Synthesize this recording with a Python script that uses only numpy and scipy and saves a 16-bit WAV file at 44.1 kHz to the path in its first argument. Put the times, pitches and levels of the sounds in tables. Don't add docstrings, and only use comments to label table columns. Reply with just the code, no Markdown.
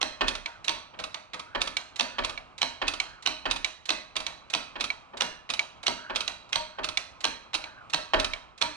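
import sys
import numpy as np
from scipy import signal
from scipy.fft import rfft, irfft, next_fast_len
from scipy.io import wavfile
from scipy.ndimage import uniform_filter1d

SR = 44100
rng = np.random.default_rng(int(sys.argv[2]) if len(sys.argv) > 2 else 0)


def persist_wave(psi):
    counts = np.round(np.clip(psi, -1, 1) * 32767).astype(np.int16)
    wavfile.write(sys.argv[1], SR, np.atleast_2d(counts).T)


N = 386302

# start in seconds, pin level in dB, pin weight in dB, slack level in dB,
# wait until the stop in seconds, stop level in dB, stop weight in dB.
CLACKS = [(0.0141, -25.5, 0.5, -35, 0.014, -24.5, 8), (0.681, -22, -11.5, -32.5, .012, -26, 5.5),
          (1.9961, -22, -4, -34, .012, -24.5, 5), (2.6167, -22, -8, -36.5, 0.012, -24.5, 6),
          (3.261, -21.5, -13, -41.5, .012, -24, 4), (3.892, -23, -6, -36, .012, -24, 4),
          (4.537, -22.5, -4, -34.5, .012, -26.5, 5.5), (5.208, -21, -2.5, -34.5, .012, -26.5, 9.5),
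          (5.867, -21, -13.5, -35.5, .013, -25, 11.5), (6.529, -23.5, -12, -50, .028, -23.5, 8.5),
          (7.2426, -22.5, 0.5, -38.5, .009, -25, 7.5), (7.935, -23.5, 2, -40, .009, -24, 6.5),
          (8.615, -23, -1.5, -44, .008, -22.5, 5.5)]
# start in seconds, level in dB, weight in dB.
THUDS = [(0.209, -25.5, -10.5), (0.939, -50.5, -3), (1.549, -30.5, -7), (2.184, -29, -11.5),
         (2.8165, -30, -10), (3.455, -29.5, -10.5), (4.756, -39, -8), (5.135, -47, 6), (6.098, -36, -5.5),
         (6.7855, -36, -1.5), (8.135, -22, -6.5)]
# start in seconds, level in dB, wait until the rebound in seconds, rebound level in dB.
KNOCKS = [(0.282, -22.5, .07, -32), (0.999, -36.5, 0.04, -30.5), (1.343, -37, 0.052, -35),
          (1.616, -22, 0.058, -30.5), (2.2468, -26, 0.049, -33), (2.8799, -22.5, 0.057, -32),
          (3.5111, -22, 0.05, -32.5), (4.165, -25, 0.038, -34.5), (4.808, -25, 0.033, -28),
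          (5.501, -26, .036, -27.5), (6.159, -23.5, 0.047, -27.5), (6.8432, -26.5, 0.044, -29.5),
          (7.542, -26.5, .007, -25.5), (8.198, -24, 0.047, -25)]
# start in seconds, length in seconds, level in dB.
OIL_FLOWS = [(0.424, 0.19, -52.5), (1.427, 0.26, -54.5), (2.054, 0.24, -52), (3.005, .24, -53),
             (5.908, .4, -46), (6.654, .3, -55), (7.559, 0.33, -51)]
# start in seconds, tick level in dB, ping level in dB.
TICKS = [(0.459, -26, -33), (1.144, -24.5, -42), (1.7682, -19, -28), (2.376, -32.5, -36), (3.0, -19, -27.5),
         (3.6454, -18, -28), (4.2654, -20.5, -39), (4.9022, -28.5, -26.5), (5.593, -20, -23.5),
         (6.2779, -18.5, -44), (6.9727, -16.5, -28), (7.64, -31, -42), (8.3348, -25.5, -32.5)]

# frequency in Hz, gain in dB.
AIR_EQ = [(12, -43), (20, -2.5), (59, 10.5), (433, -1), (603, 3.5), (1270, 7.5), (1830, -11), (2340, -0.5),
          (3970, -16), (8620, -29.5), (15000, -65)]
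SLACK_EQ = [(150, -23), (600, 1.5), (1600, -2), (2400, -1.5), (3100, -3), (3900, 0), (5000, -10),
            (7800, -16.5), (11500, -37), (15000, -71)]
PIN_EQ = [(100, -28), (450, -7.5), (700, -9.5), (1150, 2), (1900, -6.5), (2500, 3.5), (3000, 2), (3900, -2),
          (4900, -15.5), (6000, -8.0), (7200, -26.5), (9500, -26.5), (11500, -44.5), (15000, -57)]
STOP_EQ = [(100, -20.5), (300, -11), (450, -11), (650, -4), (930, -0.5), (1400, -8.5), (2600, -1),
           (4150, 6.5), (5100, -8.5), (6000, -9.5), (7200, -22.5), (8300, -16), (11500, -53), (15000, -49)]
THUD_EQ = [(60, -35), (250, -4), (650, 4.5), (1150, 6), (1550, -3.5), (1850, -2), (2150, -9), (2600, -5.5),
           (3300, -8.5), (4500, -19.5), (6500, -36.5), (9500, -49.5), (11500, -75), (15000, -70)]
RATTLE_EQ = [(100, -23.5), (400, -17.5), (1000, -10.5), (1300, -2.5), (1750, -18), (2550, 3), (2900, -0.5),
             (3600, 4.5), (5200, -4.5), (6100, -6), (7300, -14.5), (9700, -15), (11200, -42), (14500, -42)]
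TICK_EQ = [(100, -34.5), (450, -16), (680, -4), (1650, -10), (2300, -6), (2800, -3.5), (4100, -3),
           (5000, -16), (6100, -13.5), (7200, -23.5), (9700, -30), (11200, -52), (14500, -55)]
ROOM_EQ = [(60, 9.5), (170, 7), (280, 9), (370, 1.5), (600, -1), (1000, -2.5), (1500, 1), (2100, 0.5),
           (3600, -7.5), (4300, -2.5), (5200, -3), (9000, -1), (14000, 5)]

# frequency in Hz, boost or cut in dB.
FRAME_RESONANCES = [(255, 4.5), (296, 2), (438, -1), (620, 11), (942, 10), (1595, 3), (1722, 2.5),
                    (1877, -2), (2560, 4), (3260, 7), (3914, 6), (5948, 1), (9648, -0.5)]
# frequency in Hz, time to fall 60 dB in seconds.
ROOM_DECAY = [(150, 0.43), (400, 0.33), (1100, 0.47), (2800, 0.45), (7000, 0.37), (14000, 0.25)]
# frequency in Hz, relative level in dB, time to fall 60 dB in seconds.
SWAY_MODES = [(32.9, -5.5, 0.43), (37.6, -2.5, 0.44), (46.7, -28, 0.83), (62.5, -29.5, 1),
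              (81.4, -10, 0.31), (111, -35, 0.27)]
HANDLE_MODES = [(2333, 6, 0.013), (2290, 6.5, 0.042), (4125, -1, 0.024)]

# frequency in Hz, correlation from 0 to 1.
STEREO_LIKENESS = [(60, 0.38), (250, 0.92), (2000, 0.72), (4000, 1), (8000, 0.3), (13000, 0.24)]
# frequency in Hz, left minus right in dB.
STEREO_BALANCE = [(35, -21), (90, -10), (160, -1.5), (600, 2.5), (1200, -1), (2500, -5.5), (4000, -10),
                  (6000, -14.5), (9500, -12.5), (12000, -1.5)]
# frequency in Hz, lead of the left side in radians.
STEREO_LEAD = [(60, 1.15), (260, 1.386), (4500, 1.41), (7000, 2.44), (12000, 3.1)]

MEDIUM_DB = -26.5


def gain_of(db):
    return 10 ** (np.asarray(db) / 20)


def curve(points, hz):
    f, value = np.transpose(points)
    return np.interp(np.log(hz + 1), np.log(f), value)


def add(mix, start, sound):
    part = mix[..., max(0, round(start * SR)):][..., :sound.shape[-1]]
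    part += sound[..., :part.shape[-1]]


def causal(gain):
    log_gain = np.log(np.maximum(gain, 1e-6))
    mirrored = np.concatenate([log_gain, log_gain[-2:0:-1]])
    return np.exp(np.conj(signal.hilbert(mirrored)))[:len(gain)]


def diffuse(spectra, hz):
    same = np.clip(curve(STEREO_LIKENESS, hz), -1, 1)
    return np.array([same * spectra[1] + np.sqrt(1 - same ** 2) * spectra[0], spectra[1]])


def flatten(spectra, bins):
    return spectra * causal(uniform_filter1d(abs(spectra[1]) ** 2, size=bins) ** -.5)


def ring(modes, t):
    return sum(gain_of(db - 60 * t / t60) * np.sin(2 * np.pi * hz * t) for hz, db, t60 in modes)


def by_force(hits, weight_db, sparkle_db, weight_slope=0, sparkle_slope=0):
    return [(start, db, weight_db + weight_slope * (db - MEDIUM_DB),
             sparkle_db + sparkle_slope * (db - MEDIUM_DB)) for start, db, *_ in hits]


def blows(hits, eq, trim_db, hold_s, treble_t60, bass_t60, alike, size=8192):
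    t, hz = np.arange(size) / SR, np.fft.rfftfreq(size, 1 / SR)
    low = 1 / (1 + (hz / 1700) ** 4)
    high = 1 - 1 / (1 + (hz / 4800) ** 6)
    envelopes = gain_of(-60 * np.maximum(t - hold_s, 0) / np.array([[treble_t60], [bass_t60]]))
    fade = np.cos(np.pi / 2 * t / t[-1]) ** 2
    same_parts = rng.standard_normal((2, size))
    out = np.zeros((2, N))
    for start, db, weight_db, sparkle_db in hits:
        chatter = np.sqrt(alike) * same_parts + np.sqrt(1 - alike) * rng.standard_normal((2, size))
        treble, bass = rfft(chatter * envelopes[:, None])
        burst = flatten(diffuse(treble * (1 - low) + bass * low, hz), bins=260)
        colour = causal(gain_of(curve(eq, hz) + weight_db * low + sparkle_db * high))
        blow = fade * irfft(burst * colour)
        attack_rms = np.sqrt(np.mean(blow[1, t < .008] ** 2))
        add(out, start, gain_of(db + trim_db) * blow / attack_rms)
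    return out


def air(level_db=-55, swell_db=1.8):
    t, hz = np.arange(N) / SR, np.fft.rfftfreq(N, 1 / SR)
    noise = diffuse(rfft(rng.standard_normal((2, N))), hz)
    wash = irfft(noise * gain_of(curve(AIR_EQ, hz)), N)
    swell = sum(np.sin(2 * np.pi * (rate_hz * t + rng.random())) for rate_hz in np.geomspace(.4, 6, 20))
    return gain_of(level_db + swell_db * swell / swell.std()) * wash / wash.std()


def pin_scrape(lead_s=0.0045, softer_db=-19):
    hits = [(start - lead_s, db + softer_db, 0, 0) for start, db, *_ in CLACKS]
    return blows(hits, SLACK_EQ, trim_db=5.5, hold_s=0.01, treble_t60=0.015, bass_t60=0.024, alike=0)


def pin_hits(sparkle_db=8.0, sparkle_per_weight=0.43):
    return [(start, db, weight_db, sparkle_db + sparkle_per_weight * weight_db)
            for start, db, weight_db, *_ in CLACKS]


def frame_gain(hz, width_hz=14, loss=0.017):
    return 1 + sum((gain_of(db) - 1) / (1 + (2 * (hz - f) / (width_hz + loss * f)) ** 2)
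                   for f, db in FRAME_RESONANCES)


def room(send, build_s=0.0028, tails=7):
    t, hz = np.arange(SR) / SR, np.fft.rfftfreq(SR, 1 / SR)
    colour = causal(gain_of(curve(ROOM_EQ, hz)) * frame_gain(hz))
    onset = 1 - np.exp(-(t / build_s) ** 2)
    rotation = 2 * np.arange(N) / SR
    out = np.zeros((2, N))
    for k in range(tails):
        band_hz, age, bands = signal.stft(rng.standard_normal((2, SR)), SR, nperseg=256)
        decay = gain_of(-60 * age / curve(ROOM_DECAY, band_hz)[:, None])
        tail = signal.istft(bands * decay, SR, nperseg=256)[1][:, :SR]
        response = irfft(flatten(diffuse(rfft(tail * onset), hz), bins=70) * colour)
        offset = abs((rotation - k) % tails - tails / 2)
        crossfade = np.cos(np.pi / 2 * np.minimum(offset, 1))
        out += signal.fftconvolve((send * crossfade)[None], response, axes=1)[:, :N]
    return out


def stop_hits(sparkle_db=3.5, sparkle_per_weight=0.6):
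    return [(start + wait, db, weight_db, sparkle_db + sparkle_per_weight * weight_db)
            for start, *_, wait, db, weight_db in CLACKS]


def sway(rise_s=0.048, hard_db=-26, soft_slope=0.17):
    t, out = np.arange(SR) / SR, np.zeros(N)
    rumble = ring(SWAY_MODES, t) * (1 - np.exp(-(t / rise_s) ** 2))
    for hits, send_db in ((THUDS, 3), (stop_hits(), -17), (KNOCKS, -19)):
        for start, db, *_ in hits:
            add(out, start, gain_of(db + send_db + soft_slope * min(db - hard_db, 0)) * rumble)
    return out


def thud_hits(sparkle_db=6, sparkle_slope=0.33):
    return [(start, db, weight_db, sparkle_db + sparkle_slope * (db - MEDIUM_DB))
            for start, db, weight_db in THUDS]


def touch_hits(graze_lead_s=0.0095, graze_db=-32.5, slack_lead_s=0.037,
               slack_weight_db=-19, load_share=1.63, slack_sparkle_db=4.5):
    grazes = [(start - graze_lead_s, graze_db) for start, *_ in KNOCKS]
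    slack = [(start - slack_lead_s, db, slack_weight_db + load_share * stop_weight_db, slack_sparkle_db)
             for start, _, _, db, *_, stop_weight_db in CLACKS if start > slack_lead_s]
    return slack + by_force(grazes, weight_db=0.5, sparkle_db=-4.5)


def rattle_hits():
    hits = KNOCKS + [(start + wait, db) for start, _, wait, db in KNOCKS]
    return by_force(hits, weight_db=8.0, sparkle_db=-0.5, weight_slope=-0.85, sparkle_slope=-0.17)


def valve(full_speed_hz=1550, width_hz=280, sag=0.43, flutter_db=2.5):
    out, pole = np.zeros(N), np.exp(-np.pi * width_hz / SR)
    for start, length, db in OIL_FLOWS:
        speed = np.sqrt(abs(np.sin(np.pi * np.arange(0, length, 1 / SR) / length)))
        pitch_hz = full_speed_hz * (1 - sag * (1 - speed))
        carrier = np.exp(2j * np.pi * np.cumsum(pitch_hz) / SR)
        flow = signal.lfilter([1], np.poly([pole, pole]), rng.standard_normal((2, SR)))[:, -len(speed):]
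        flutter = uniform_filter1d(rng.standard_normal(SR), size=300)[:len(speed)]
        whistle = (carrier * (flow[0] + 1j * flow[1])).real
        whistle *= gain_of(flutter_db * flutter / flutter.std())
        add(out, start, gain_of(db) * speed * whistle / whistle.std())
    return out


def tick_hits():
    return by_force(TICKS, weight_db=1.6, sparkle_db=1.5, weight_slope=-0.79, sparkle_slope=0.44)


def pings(trim_db=4, rise_s=0.00085, detune=0.0015):
    t, out = np.arange(SR // 10) / SR, np.zeros(N)
    for (start, _, ping_db), grip in zip(TICKS, rng.standard_normal(len(TICKS))):
        ping = ring(HANDLE_MODES, t * (1 + detune * grip)) * (1 - np.exp(-t / rise_s))
        add(out, start, gain_of(ping_db + trim_db) * ping)
    return out


def scene():
    touch = blows(touch_hits(), SLACK_EQ, trim_db=-2.5,
                  hold_s=0.0071, treble_t60=0.036, bass_t60=0.25, alike=0.067) + pin_scrape()
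    pin = blows(pin_hits(), PIN_EQ, trim_db=1.0,
                hold_s=0.0023, treble_t60=0.016, bass_t60=0.11, alike=0.14)
    stop = blows(stop_hits(), STOP_EQ, trim_db=3,
                 hold_s=0.0014, treble_t60=0.016, bass_t60=0.06, alike=0.24)
    thud = blows(thud_hits(), THUD_EQ, trim_db=4.5,
                 hold_s=0.011, treble_t60=0.017, bass_t60=0.097, alike=0.86)
    rattle = blows(rattle_hits(), RATTLE_EQ, trim_db=1.5,
                   hold_s=0.002, treble_t60=0.048, bass_t60=0.055, alike=0.18)
    tick = blows(tick_hits(), TICK_EQ, trim_db=-5.5,
                 hold_s=0.0031, treble_t60=0.017, bass_t60=0.24, alike=0.43)
    stroke = touch + pin + stop + thud
    direct = stroke + rattle + tick + pings()
    send = gain_of(-0.5) * stroke + gain_of(-3.5) * rattle + gain_of(-3) * tick
    return direct + sway() + gain_of(-2.5) * room(send[1]) + air() + valve()


def record(dry, cutoff_hz=15600):
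    size = next_fast_len(N + SR)
    hz = np.fft.rfftfreq(size, 1 / SR)
    balance = gain_of(curve(STEREO_BALANCE, hz))
    left = balance * np.exp(1j * curve(STEREO_LEAD, hz))
    equal_power = np.sqrt(2 / (1 + balance ** 2))
    microphones = np.array([left, np.ones(len(hz))]) * equal_power
    heard = irfft(rfft(dry, size) * microphones, size)[:, :N]
    high_cut = signal.firwin(511, cutoff_hz, window=("kaiser", 9), fs=SR)
    return signal.oaconvolve(heard, high_cut[None], "same")


dry = scene()
out = record(dry)
persist_wave(out)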